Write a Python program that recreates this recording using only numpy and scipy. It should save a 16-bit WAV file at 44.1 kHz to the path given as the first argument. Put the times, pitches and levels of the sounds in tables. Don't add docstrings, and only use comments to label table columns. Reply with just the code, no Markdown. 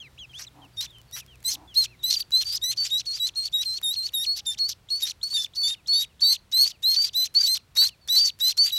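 import sys
import numpy as np
from scipy import signal
from scipy.io import wavfile
from scipy.ndimage import uniform_filter1d

SR = 44100
rng = np.random.default_rng(int(sys.argv[2]) if len(sys.argv) > 2 else 0)


def undo_db(level):
    steps = np.asarray(level, float) / 20
    return 10 ** steps


def inscribe(sig):
    pcm = np.round(np.clip(np.atleast_2d(sig).T, -1, 1) * 32767)
    wavfile.write(sys.argv[1], SR, pcm.astype(np.int16))


N = 387198
TIME = np.arange(N) / SR


def unit(x):
    return x / np.sqrt(np.mean(x ** 2))


def band(x, hz, width_hz):
    return signal.lfilter(*signal.iirpeak(hz, hz / width_hz, SR), x)


def walk(rate_hz):
    hold = int(SR / rate_hz)
    steps = np.repeat(rng.standard_normal(N // hold + 1), hold)
    return unit(uniform_filter1d(steps, hold)[:N])


def fade(t, start_s, end_s, edge_s):
    return np.clip(np.minimum(t - start_s, end_s - t) / edge_s, 0, 1) ** 2


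def partials(phase, hz, table):
    return sum(undo_db(db) * np.sin(k * phase) * (k * hz < SR / 2.3) for k, db in table)


# (frequency [Hz], density [dB per Hz])
AIR_SPECTRUM = [(25, -21), (60, 0), (120, -3), (220, -14.5), (1800, -22.5), (3800, -23.5), (5500, -29.5),
                (16000, -36)]
# (time [s], level [dB])
AIR_LOUDNESS = [(0, -57), (3.0, -58.5), (8.8, -61)]


def air():
    knot_hz, knot_db = np.transpose(AIR_SPECTRUM)
    out = np.zeros(N)
    for hz in 30 * 2 ** np.arange(0, 9.2, .5):
        noise = band(band(rng.standard_normal(N), hz, hz / 2), hz, hz / 2)
        db = np.interp(np.log(hz), np.log(knot_hz), knot_db)
        out += undo_db(db + 0.5 * walk(4.4)) * noise
    return unit(out) * undo_db(np.interp(TIME, *np.transpose(AIR_LOUDNESS)))


# (time [s], firing pitch [Hz], level [dB])
ENGINE_RUN = [
    (0, 132, -64.5),
    (1.0, 124.4, -59.5),
    (2.2, 119.2, -60.5),
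    (3.202, 104.1, -64),
    (4.501, 89.4, -70.5),
]


def engine():
    s, hz, db = np.transpose(ENGINE_RUN)
    firing_hz = np.interp(TIME, s, hz) * (1 + 0.0394 * walk(7.4))
    phase = 2 * np.pi * np.cumsum(firing_hz) / SR
    level = undo_db(np.interp(TIME, s, db) + 2 * walk(5.1))
    return np.sqrt(2) * level * (np.sin(phase) + 0.69 * np.sin(phase / 2))


# (start [s], end [s], first
# pitch [Hz], last pitch [Hz], level [dB])
NEST_CHEEPS = [(0, 0.031, 3330, 2870, -43), (.022, 0.084, 2860, 1850, -51), (.183, 0.208, 3800, 4050, -56),
               (1.863, 1.9, 2250, 2750, -62), (8.011, 8.08, 4540, 4100, -61.5),
               (0.02, 0.08, 4250, 3730, -62.5), (0.176, 0.193, 2210, 3360, -50.5),
               (0.188, 0.258, 3400, 2420, -43.5), (0.293, 0.328, 3280, 3000, -54),
               (0.466, 0.487, 4100, 3200, -45.5), (0.617, 0.666, 3250, 2520, -55),
               (0.73, 0.766, 4730, 4500, -67), (0.871, 0.898, 3570, 3420, -55),
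               (0.897, 0.923, 3800, 3330, -53), (0.924, 0.974, 3300, 2590, -57),
               (.933, 1.011, 3200, 2930, -54.5), (1.078, 1.13, 4500, 4100, -65),
               (1.155, 1.238, 3320, 2280, -53.5), (1.278, 1.363, 3320, 2350, -56.5),
               (1.675, 1.748, 3500, 2600, -53.5), (1.9, 1.959, 2750, 1970, -59),
               (1.991, 2.088, 3880, 2390, -55.5), (2.343, 2.383, 3500, 2930, -49),
               (5.757, 5.814, 3020, 2210, -63.5), (5.907, 5.95, 2650, 1980, -64),
               (6.091, 6.134, 3020, 2330, -69), (6.726, 6.771, 3050, 2210, -62),
               (7.582, 7.61, 3000, 2150, -64), (7.893, 7.952, 3080, 2330, -60)]
# (end [s], level [dB])
LEAD_SQUEAKS = [
    (3.056, -55),
    (3.348, -56),
    (4.584, -45),
    (4.898, -43.5),
    (5.224, -45.5),
    (5.546, -49),
    (5.871, -48),
    (6.206, -48),
]


def nest():
    squeak_s, from_hz, to_hz = 0.012, 2850, 4230
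    bow = .18
    squeaks = [(end - squeak_s, end, from_hz, to_hz, db) for end, db in LEAD_SQUEAKS]
    out = np.zeros(N)
    for start, end, first_hz, last_hz, db in NEST_CHEEPS + squeaks:
        mid_hz = (first_hz + last_hz) / 2 + bow * abs(first_hz - last_hz)
        at = slice(int(start * SR), int(end * SR))
        u = (TIME[at] - start) / (end - start)
        hz = first_hz * (1 - u) * (1 - 2 * u) + mid_hz * 4 * u * (1 - u) + last_hz * u * (2 * u - 1)
        phase = 2 * np.pi * np.cumsum(hz) / SR
        level = undo_db(db + 1.5 - 16.4 * (u - .4) ** 2) * fade(TIME[at], start, end, 0.0022)
        out[at] += level * (np.sin(phase) + undo_db(min(db + 30.5, -16)) * np.sin(2 * phase))
    return np.sqrt(2) * out


# (time [s], level [dB])
CRUMBS = [(.317, -56), (.651, -54), (.908, -50), (0.985, -46), (1.016, -47), (1.113, -43), (1.264, -46),
          (1.357, -49), (1.405, -50), (1.429, -41.5), (4.123, -48), (7.755, -34.5), (8.077, -32),
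          (8.39, -40.5)]


def rustles():
    bursts = sum(undo_db(db) * np.exp(-np.abs(TIME - s) / 0.00097) for s, db in CRUMBS)
    return bursts * band(rng.standard_normal(N), 4700, 13300)


def contour(call, tune, effort, mood, croak_db, leap, catches):
    start, crack, end, db = call
    first_hz, last_hz, arch_hz, scoop_hz = tune
    swell_db, dome_db, attack_db, attack_s, rasp_db = effort
    scoop_s, croak_s, drop_s, climb_s = .01, .007, 0.013, 0.011
    crack_s, catch_s = .008, .005
    collapse_db_s, rasp_fade_db_s, hoarsen_db = -600, -120, 13.5
    mood_s, *voices_db = np.transpose(mood)
    hoarse_db, linger_db = (np.interp(start, mood_s, voice_db) for voice_db in voices_db)

    s = np.arange(start, end - drop_s, .001)
    u = np.clip((s - start) / (crack - start), 0, 1)
    late = np.maximum(s - crack, 0)
    hump = 4 * u * (1 - u)
    catch_db, kick_hz = np.zeros((2, 1)) + sum(
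        np.outer([depth_db, kick], np.exp(-((s - at) / catch_s) ** 2)) for at, depth_db, kick in catches)

    hz = first_hz + (last_hz - first_hz) * u + arch_hz * hump
    hz = hz * (1 + leap * (1 - np.exp(-late / climb_s)))
    hz = hz - scoop_hz * np.exp(-(s - start) / scoop_s)

    tone = db + swell_db * (u - .5) + dome_db * (hump - .5)
    tone = tone + attack_db * np.clip(1 - (s - start) / attack_s, 0, 1) ** 2
    usual_db = np.median(tone[late == 0])

    hoarse = undo_db(usual_db + hoarse_db + hoarsen_db * (u - .5))
    hoarse = hoarse + undo_db(usual_db + croak_db) * np.exp(-(s - start) / croak_s)
    switch = np.clip((s - crack) / crack_s + .5, 0, 1)
    full_rasp = rasp_db + rasp_fade_db_s * (late - late[-1] / 2)
    rasp = (1 - switch) * 20 * np.log10(hoarse) + switch * full_rasp

    floor_db = np.where(late > 0, rasp + min(linger_db, 2.5), tone)
    tone = np.maximum(tone + collapse_db_s * late, floor_db)
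    return np.transpose([s, hz + kick_hz, tone + catch_db, rasp]), end


# (multiple of pitch, level [dB])
HALF_LINES = [(.5, -16), (1.5, 4), (2.5, -6), (3.5, -10.5)]


def peep(rows, end, colour, half_s, half_db, split, chance):
    octave_db, twelfth_db = colour
    s, pitch, tone_db, rasp_db = np.transpose(rows)
    at = slice(max(int((s[0] - .01) * SR), 0), min(int(end * SR), N))
    t = TIME[at]
    wobble, shake, patch, luck, jerk, *drift = chance[:, at]

    falling = np.clip((t - s[-1]) / max(end - s[-1], 1e-3), 0, 1)
    hz = np.interp(t, s, pitch) * (1 - .5 * falling ** 1.3)
    drop_db = max(tone_db.max() - 18, rasp_db[-1] - 2)
    db = np.interp(t, [*s, s[-1] / 2 + end / 2, end], [*tone_db, drop_db, drop_db - 10])
    rasp_knots_db = [rasp_db[0] - 13.5, *np.minimum(rasp_db, -22), rasp_db[-1] - 16.5]
    rasp = np.interp(t, [s[0] - .01, *s, end], rasp_knots_db)
    rough = np.clip(undo_db(rasp - db) * (1 - falling), 0, 1)
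    phase = 2 * np.pi * np.cumsum(hz * (1 + (.002 + .025 * rough) * wobble)) / SR

    half = undo_db(twelfth_db - 9.5 + min(half_db + 23, 14) + 2 * patch)
    half = half * fade(t, half_s, end + 1, 0.0017) * partials(phase, hz, HALF_LINES) * (1 - falling)
    overtones = [(2, octave_db), (3, twelfth_db), (4, twelfth_db - 14)]
    overtone = undo_db(2.1 * drift[0]) * partials(phase, hz, overtones)
    wave = np.sin(phase) + (1 - rough) ** 2 * (overtone + half)

    level = fade(t, s[0] - .003, end, 0.0019) * undo_db(db + 0.74 * wobble + 13 * rough ** 2 * shake)
    whistle = np.sqrt(2) * (1 - rough ** 2) * level * wave

    lines = sum(d * np.sin(k * phase / split) for k, d in enumerate(drift, 1) if k % split)
    cycle = (phase / (2 * np.pi)).astype(int)
    puffs = np.diff(cycle, prepend=cycle[0]) * luck * np.sqrt(SR / hz)
    bands = jerk * sum(np.cos(k * phase / 2) for k in range(1, 7))
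    order = np.clip(.55 - rough, .1, 1)
    source = 0.55 * order * lines + (1 - order) * (0.21 * bands + 0.89 * puffs)
    return at, whistle, fade(t, t[0], end, 0.00067) * undo_db(rasp + 2 * patch) * source


# (start [s], crack into rasp [s], end of drop [s], whistle level [dB])
LOW_CALLS = [(0.333, 0.389, 0.455, -43), (0.772, 0.805, 0.869, -31), (1.124, 1.161, 1.214, -41),
             (1.447, 1.501, 1.559, -26.5), (1.751, 1.836, 1.863, -16), (2.034, 2.102, 2.162, -21.5),
             (2.322, 2.411, 2.439, -10), (2.617, 2.711, 2.742, -22.5), (2.905, 2.986, 3.02, -23),
             (3.194, 3.267, 3.298, -24.5), (3.526, 3.619, 3.642, -19), (3.829, 3.93, 3.961, -26),
             (4.137, 4.237, 4.257, -26.5), (4.461, 4.528, 4.553, -28.5), (5.022, 5.069, 5.122, -24),
             (5.34, 5.447, 5.469, -26.5), (5.631, 5.746, 5.754, -26.5), (5.923, 6.03, 6.053, -27),
             (6.231, 6.331, 6.356, -21.5), (6.524, 6.643, 6.658, -17.5), (6.831, 6.941, 6.964, -19),
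             (7.138, 7.239, 7.278, -21), (7.46, 7.545, 7.58, -18.6), (7.76, 7.861, 7.897, -20.1),
             (8.087, 8.18, 8.217, -18.5), (8.403, 8.495, 8.53, -20), (8.718, 8.782, 8.81, -22.5)]
HIGH_CALLS = [(2.163, 2.209, 2.232, -22.5), (2.452, 2.557, 2.583, -28.5), (2.772, 2.869, 2.902, -26.5),
              (3.062, 3.161, 3.194, -28.2), (3.359, 3.459, 3.489, -24), (3.651, 3.779, 3.792, -28),
              (3.962, 4.063, 4.097, -25.5), (4.263, 4.361, 4.41, -25.7), (4.588, 4.687, 4.735, -26.5),
              (4.905, 5.005, 5.058, -27.5), (5.232, 5.364, 5.38, -31.5), (5.558, 5.675, 5.712, -24),
              (5.881, 5.998, 6.038, -20), (6.215, 6.324, 6.369, -17), (6.579, 6.677, 6.722, -18),
              (6.96, 7.054, 7.099, -19), (7.35, 7.451, 7.483, -11.5), (7.772, 7.838, 7.858, -13.5),
              (8.156, 8.276, 8.306, -16), (8.578, 8.682, 8.712, -17)]
# (first pitch [Hz], pitch at crack [Hz], arch [Hz], scoop [Hz])
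LOW_PITCHES = [(2990, 3690.0, -21.5, 639), (4230, 3790.0, -220.0, 540.0), (3800, 3900, 60, 198.5),
               (3930.0, 4380.0, -59, 89), (4120, 3990.0, 226.5, 482.5), (3734, 4070.0, 121.5, -160.0),
               (3790, 4210.0, 70.0, -170.0), (3830.0, 4160.0, -41.5, 229.5), (3940, 3955, -140.0, 351.5),
               (4100.0, 4090.0, -170.0, 368), (4080.0, 3950.0, -220.0, 727.5),
               (3930, 4010.0, -300.0, 162.5), (3856, 3850, -180.0, 7.5), (3760.0, 3574, -81.5, 158),
               (4180, 3900.0, -300.0, 458.5), (3790, 3560.0, -150.0, 10.0), (3495, 3750, -1, -72.5),
               (3350, 3750.0, 178, -450.0), (3840.0, 4180.0, 8.5, 254.5), (3820, 4300, 119.5, 52),
               (3715, 4260.0, 208.5, 19), (3893, 4030.0, 71, 527), (3850, 4130.0, 127, 198.5),
               (3840, 4240.0, -80.0, 91), (3990, 4080.0, -40.5, 511), (3800.0, 4100.0, 49.5, 110.5),
               (3730, 3910.0, 109.5, -250.0)]
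HIGH_PITCHES = [(4650, 4590.0, -80.0, -210.0), (4600, 5020.0, -120.0, -100.0),
                (5000, 4990.0, -490.0, 798.5), (4670, 4810.0, -450.0, 324.5), (4490, 4470.0, -280.0, 358),
                (4360, 4480.0, -320.0, 180.5), (4380, 4440.0, -240.0, 85.5), (4410.0, 4570.0, -140.0, 169),
                (4486, 4650.0, -240.0, 210.5), (4340, 4590.0, -48.5, 106), (4380, 4590.0, -20.0, 162.5),
                (4500.0, 4550.0, -49, 250.0), (4373, 4560.0, -10.5, 109), (4520, 4400.0, 80.0, 229.5),
                (4500.0, 4630.0, -150.0, 368), (4400, 4560.0, 169.5, 97), (4170, 4430.0, 351, -80.5),
                (4390, 4660.0, -48.5, 251.5), (4310, 4440.0, 260.5, 150.0), (4520, 4650.0, -29, 258.5)]
# (swell to crack [dB], dome [dB], attack depth [dB], attack [s], rasp level [dB])
LOW_BREATHS = [(3.5, 1.5, -6, 0.014, -38.5), (9, 2, -5.5, 0.008, -37), (5.5, 0.5, -7.5, 0.014, -39.5),
               (5.5, 4, -8, 0.008, -28.5), (-16, 3, -32.5, 0.032, -30.5),
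               (-12.5, -11.0, -29.0, 0.015, -25.5), (-33.5, -12, -41.5, 0.045, -27.5),
               (-9, -9.5, -27, 0.026, -31.5), (-3, 4, -14, 0.022, -34.5), (5, 6, -15.5, 0.0091, -30),
               (-16, -10, -38, 0.027, -32), (-1, 4, -14.5, 0.0046, -37.0), (-1, -1, -9, 0.0074, -30),
               (-8, 5.5, -14.5, 0.011, -44.5), (-16.5, -2.5, -18, 0.015, -31.5),
               (-11, 3.5, -8.2, 0.016, -41.5), (-5.5, 0, -18.5, 0.0085, -30), (4.5, 1, -18.5, 0.01, -35),
               (6, -0.5, -17.5, 0.011, -31), (5, 4, -12, 0.019, -44.5), (0.5, 5.5, -12.5, 0.019, -28),
               (4.5, 2.5, -14.5, 0.032, -33), (-7.5, -3, -19, 0.032, -28.5), (3.5, 4.5, -15, 0.019, -29.5),
               (2.5, -0.2, -10.5, 0.022, -27.5), (6, 4.5, -11, 0.011, -29.0),
               (-2.7, -1.8, -18.5, 0.016, -35.5)]
HIGH_BREATHS = [(-20.4, -18.5, -33, 0.012, -43), (4.5, 1.2, -7.5, 0.014, -31),
                (-8.5, 9, -11.5, 0.0052, -41), (-3.4, 1, -10.5, 0.018, -35), (-15.5, -9, -24, 0.035, -36.5),
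                (-6, 1.7, -14, 0.014, -36), (-9, -4.5, -12, 0.038, -34.0), (-11, 7.8, -10.5, 0.011, -33.5),
                (-11.5, 10, -12, 0.016, -33), (-20.5, 3.5, -11.5, 0.023, -34.5), (14, 1, 15.5, 0.072, -31),
                (6.5, 1, -11, 0.027, -31), (-2, 7.5, -11.5, 0.013, -29.5), (-7.5, 3, -19, 0.012, -32),
                (-14.5, 1.5, -11.5, 0.071, -34.5), (-3, 4.5, -15, 0.008, -35),
                (-16.5, -8.5, -26.5, 0.031, -30.5), (-2.7, -0.6, -21.5, 0.018, -27.5),
                (-9, 0.1, -20.5, 0.014, -32.5), (-16.5, 5.5, -15, 0.019, -34.5)]
# (octave level [dB], twelfth level [dB])
LOW_OVERTONES = [(-16, -20), (-27.7, -20.5), (-12.2, -5), (-5.5, -10.5), (-20.5, -20.5), (-14, -10),
                 (-22.5, -23), (-14.5, -14.5), (-20, -18.5), (-17.5, -18.5), (-22.0, -19), (-14.5, -9),
                 (-17.0, -6.5), (-8, -8), (-15, -6.5), (-14, -14.5), (-13.5, -13), (-17.5, -9), (-14, -12),
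                 (-17, -14.5), (-20.5, -15), (-20, -13), (-11.5, -13.5), (-14.5, -11), (-18, -11.5),
                 (-17.5, -12), (-18.5, -10.5)]
HIGH_OVERTONES = [(-32, -27.8), (-18, -27), (-32, -35.6), (-19, -31.1), (-11.5, -24), (-16.5, -25),
                  (-16, -22), (-24.5, -31), (-25, -31), (-20.5, -30.7), (-15.5, -26), (-25.5, -29),
                  (-29, -37.5), (-28.5, -37), (-20.5, -44), (-29.5, -32), (-35, -36), (-22, -32),
                  (-26.5, -32), (-24.5, -40.5)]
# (onset [s], half-pitch level [dB])
LOW_DOUBLINGS = [(0.335, -37), (0.77, -15), (1.127, -6), (1.475, -2), (1.775, -17.5), (2.062, -16),
                 (2.345, -21), (2.638, 16), (2.94, -19), (3.23, -15), (3.584, -9), (3.86, -36),
                 (4.196, -22), (4.515, -4), (5.051, -8), (5.375, -16.5), (5.7, -50), (5.99, -19.5),
                 (6.29, -18.5), (6.56, -24.5), (6.899, -24), (7.165, -22.5), (7.485, -20.5), (7.83, -21),
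                 (8.09, -21.5), (8.44, -20), (8.74, -29)]
# (time [s], hoarseness under whistle [dB], whistle over rasp [dB])
LOW_VOICE = [(.35, -16.5, -16), (.8, -27, 11), (1.15, -17, -1.5), (1.45, -18.5, -1), (1.76, -21.5, -1),
             (2.05, -21.5, 2), (2.32, -23.5, 0.5), (3.2, -27.5, 0.5), (3.83, -28, 0), (5.02, -13.5, 1.5),
             (5.34, -14, -1), (5.929, -24, 2), (7.14, -26.5, -10), (7.77, -23, -4.5), (8.1, -19, -4)]
HIGH_VOICE = [(2.449, -8.5, 0.5), (2.77, -13, -5), (3.96, -17, 0), (4.26, -31.5, -11), (4.9, -25, -5),
              (5.23, -15, -3), (5.56, -23.5, 0.5), (6.22, -28.5, 1), (6.601, -16, 0), (8.58, -18.5, -2)]
# (time [s], depth [dB], pitch kick [Hz])
VOICE_CATCHES = [
    (2.192, -21, 0.5),
    (5.287, -12.5, 3.2),
    (5.299, -14.5, 0.57),
    (7.035, -4.5, 134),
    (7.396, -8.5, 180),
    (7.426, -15.5, 110),
]
# (centre [Hz], width [Hz], level [dB])
THROAT_RINGS = [(1964, 2700, -18), (3400, 1280, -4.5), (4500, 1160, 0.5), (5820, 870, 3), (7080, 1670, -8),
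                (11960, 3300, -9)]
# (time [s], lowest ring level [dB], highest ring level [dB])
BEAK_GAPE = [(.4, 10.5, -1.5), (.83, 4, -1.5), (1.18, 13, 9.5), (1.5, -1.5, 4.5), (2.2, -3, -1),
             (3.2, -0.5, -7), (4.7, -4, -5.5), (5.999, 0.5, -6.5), (7.1, 0, -3), (8, 2, -1)]


def ducklings():
    drift = walk(180)
    luck = np.tanh(rng.standard_normal(N)) * 1.6
    chance = [walk(90), walk(260), walk(120), luck, walk(1400)]
    chance = np.array(chance + [np.roll(drift, k * SR // 7) for k in range(10)])

    calls = []
    for call, tune, effort, colour, half in zip(
            LOW_CALLS, LOW_PITCHES, LOW_BREATHS, LOW_OVERTONES, LOW_DOUBLINGS):
        shape = contour(call, tune, effort, LOW_VOICE, croak_db=-21.5, leap=.06, catches=[])
        calls.append(peep(*shape, colour, *half, 4, chance))
    for call, tune, effort, colour in zip(HIGH_CALLS, HIGH_PITCHES, HIGH_BREATHS, HIGH_OVERTONES):
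        shape = contour(call, tune, effort, HIGH_VOICE, croak_db=-13.5, leap=.03, catches=VOICE_CATCHES)
        calls.append(peep(*shape, colour, call[2], -60, 3, chance))

    tone, chaos = np.zeros(N), np.zeros(N)
    for at, whistle, rasp in calls:
        tone[at] += whistle
        chaos[at] += rasp

    rings = [undo_db(db + 3.5 * walk(60)) * band(band(chaos, hz, width), hz, 2 * width)
             for hz, width, db in THROAT_RINGS]
    s, chest_db, bright_db = np.transpose(BEAK_GAPE)
    rings[0] = rings[0] * undo_db(np.interp(TIME, s, chest_db))
    rings[-1] = rings[-1] * undo_db(np.interp(TIME, s, bright_db))
    return tone + undo_db(6.0) * (sum(rings[::2]) - sum(rings[1::2]))


# (centre [s], length [s], level [dB])
FAR_QUACKS = [
    (0.609, 0.12, -52),
    (1.6, 0.14, -52.5),
]


def quacks():
    noise = rng.standard_normal(N)
    swell = sum(undo_db(db) * np.exp(-((TIME - s) / (length / 2)) ** 4) for s, length, db in FAR_QUACKS)
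    low = band(band(noise, 290, 36), 286, 74)
    high = band(band(noise, 916, 200), 700, 270)
    return swell * unit(low + 0.7 * high)


# (start [s], end [s], pitch [Hz], level [dB])
FAR_COOS = [
    (1.183, 2.817, 365, -71),
    (4.153, 4.657, 817, -70),
]


def coos():
    notes = sum(undo_db(db) * fade(TIME, start, end, 0.028) * np.sin(2 * np.pi * hz * TIME)
                for start, end, hz, db in FAR_COOS)
    return notes * undo_db(2 * walk(20))


# (time [s], level [dB])
TICKS = [
    (2.308, -61.5),
    (3.816, -60),
    (5.331, -58),
    (5.618, -62),
    (6.666, -54),
]


def ticks():
    bursts = sum(undo_db(db + 28.0) * np.exp(-np.abs(TIME - s) / 0.00081) for s, db in TICKS)
    return bursts * band(rng.standard_normal(N), 1670, 8400)


def echo(birds):
    t = TIME[:SR // 2]
    decay = undo_db(-53.0 - 60 * t / 0.17) + undo_db(-73 - 60 * t / 0.28)
    scatter = rng.standard_normal(len(t)) * decay * (t > .004)
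    return band(signal.fftconvolve(birds, scatter)[:N], 4300, 2500)


def scene():
    background = air() + engine()
    birds = nest() + ducklings()
    small = rustles() + quacks() + coos() + ticks()
    return (birds + echo(birds) + small + background)[None]


def band_limit(x):
    return signal.sosfilt(signal.butter(12, 16940, fs=SR, output="sos"), x)


def record(dry):
    loudness = uniform_filter1d(np.abs(dry), SR // 40)
    wet = dry / (1 + 2.0 * loudness)
    top_cut = signal.ellip(8, .2, 60, 15800, fs=SR, output="sos")
    wet = signal.sosfilt(top_cut, wet)
    return band_limit(wet)


dry = scene()
out = record(dry)
inscribe(out)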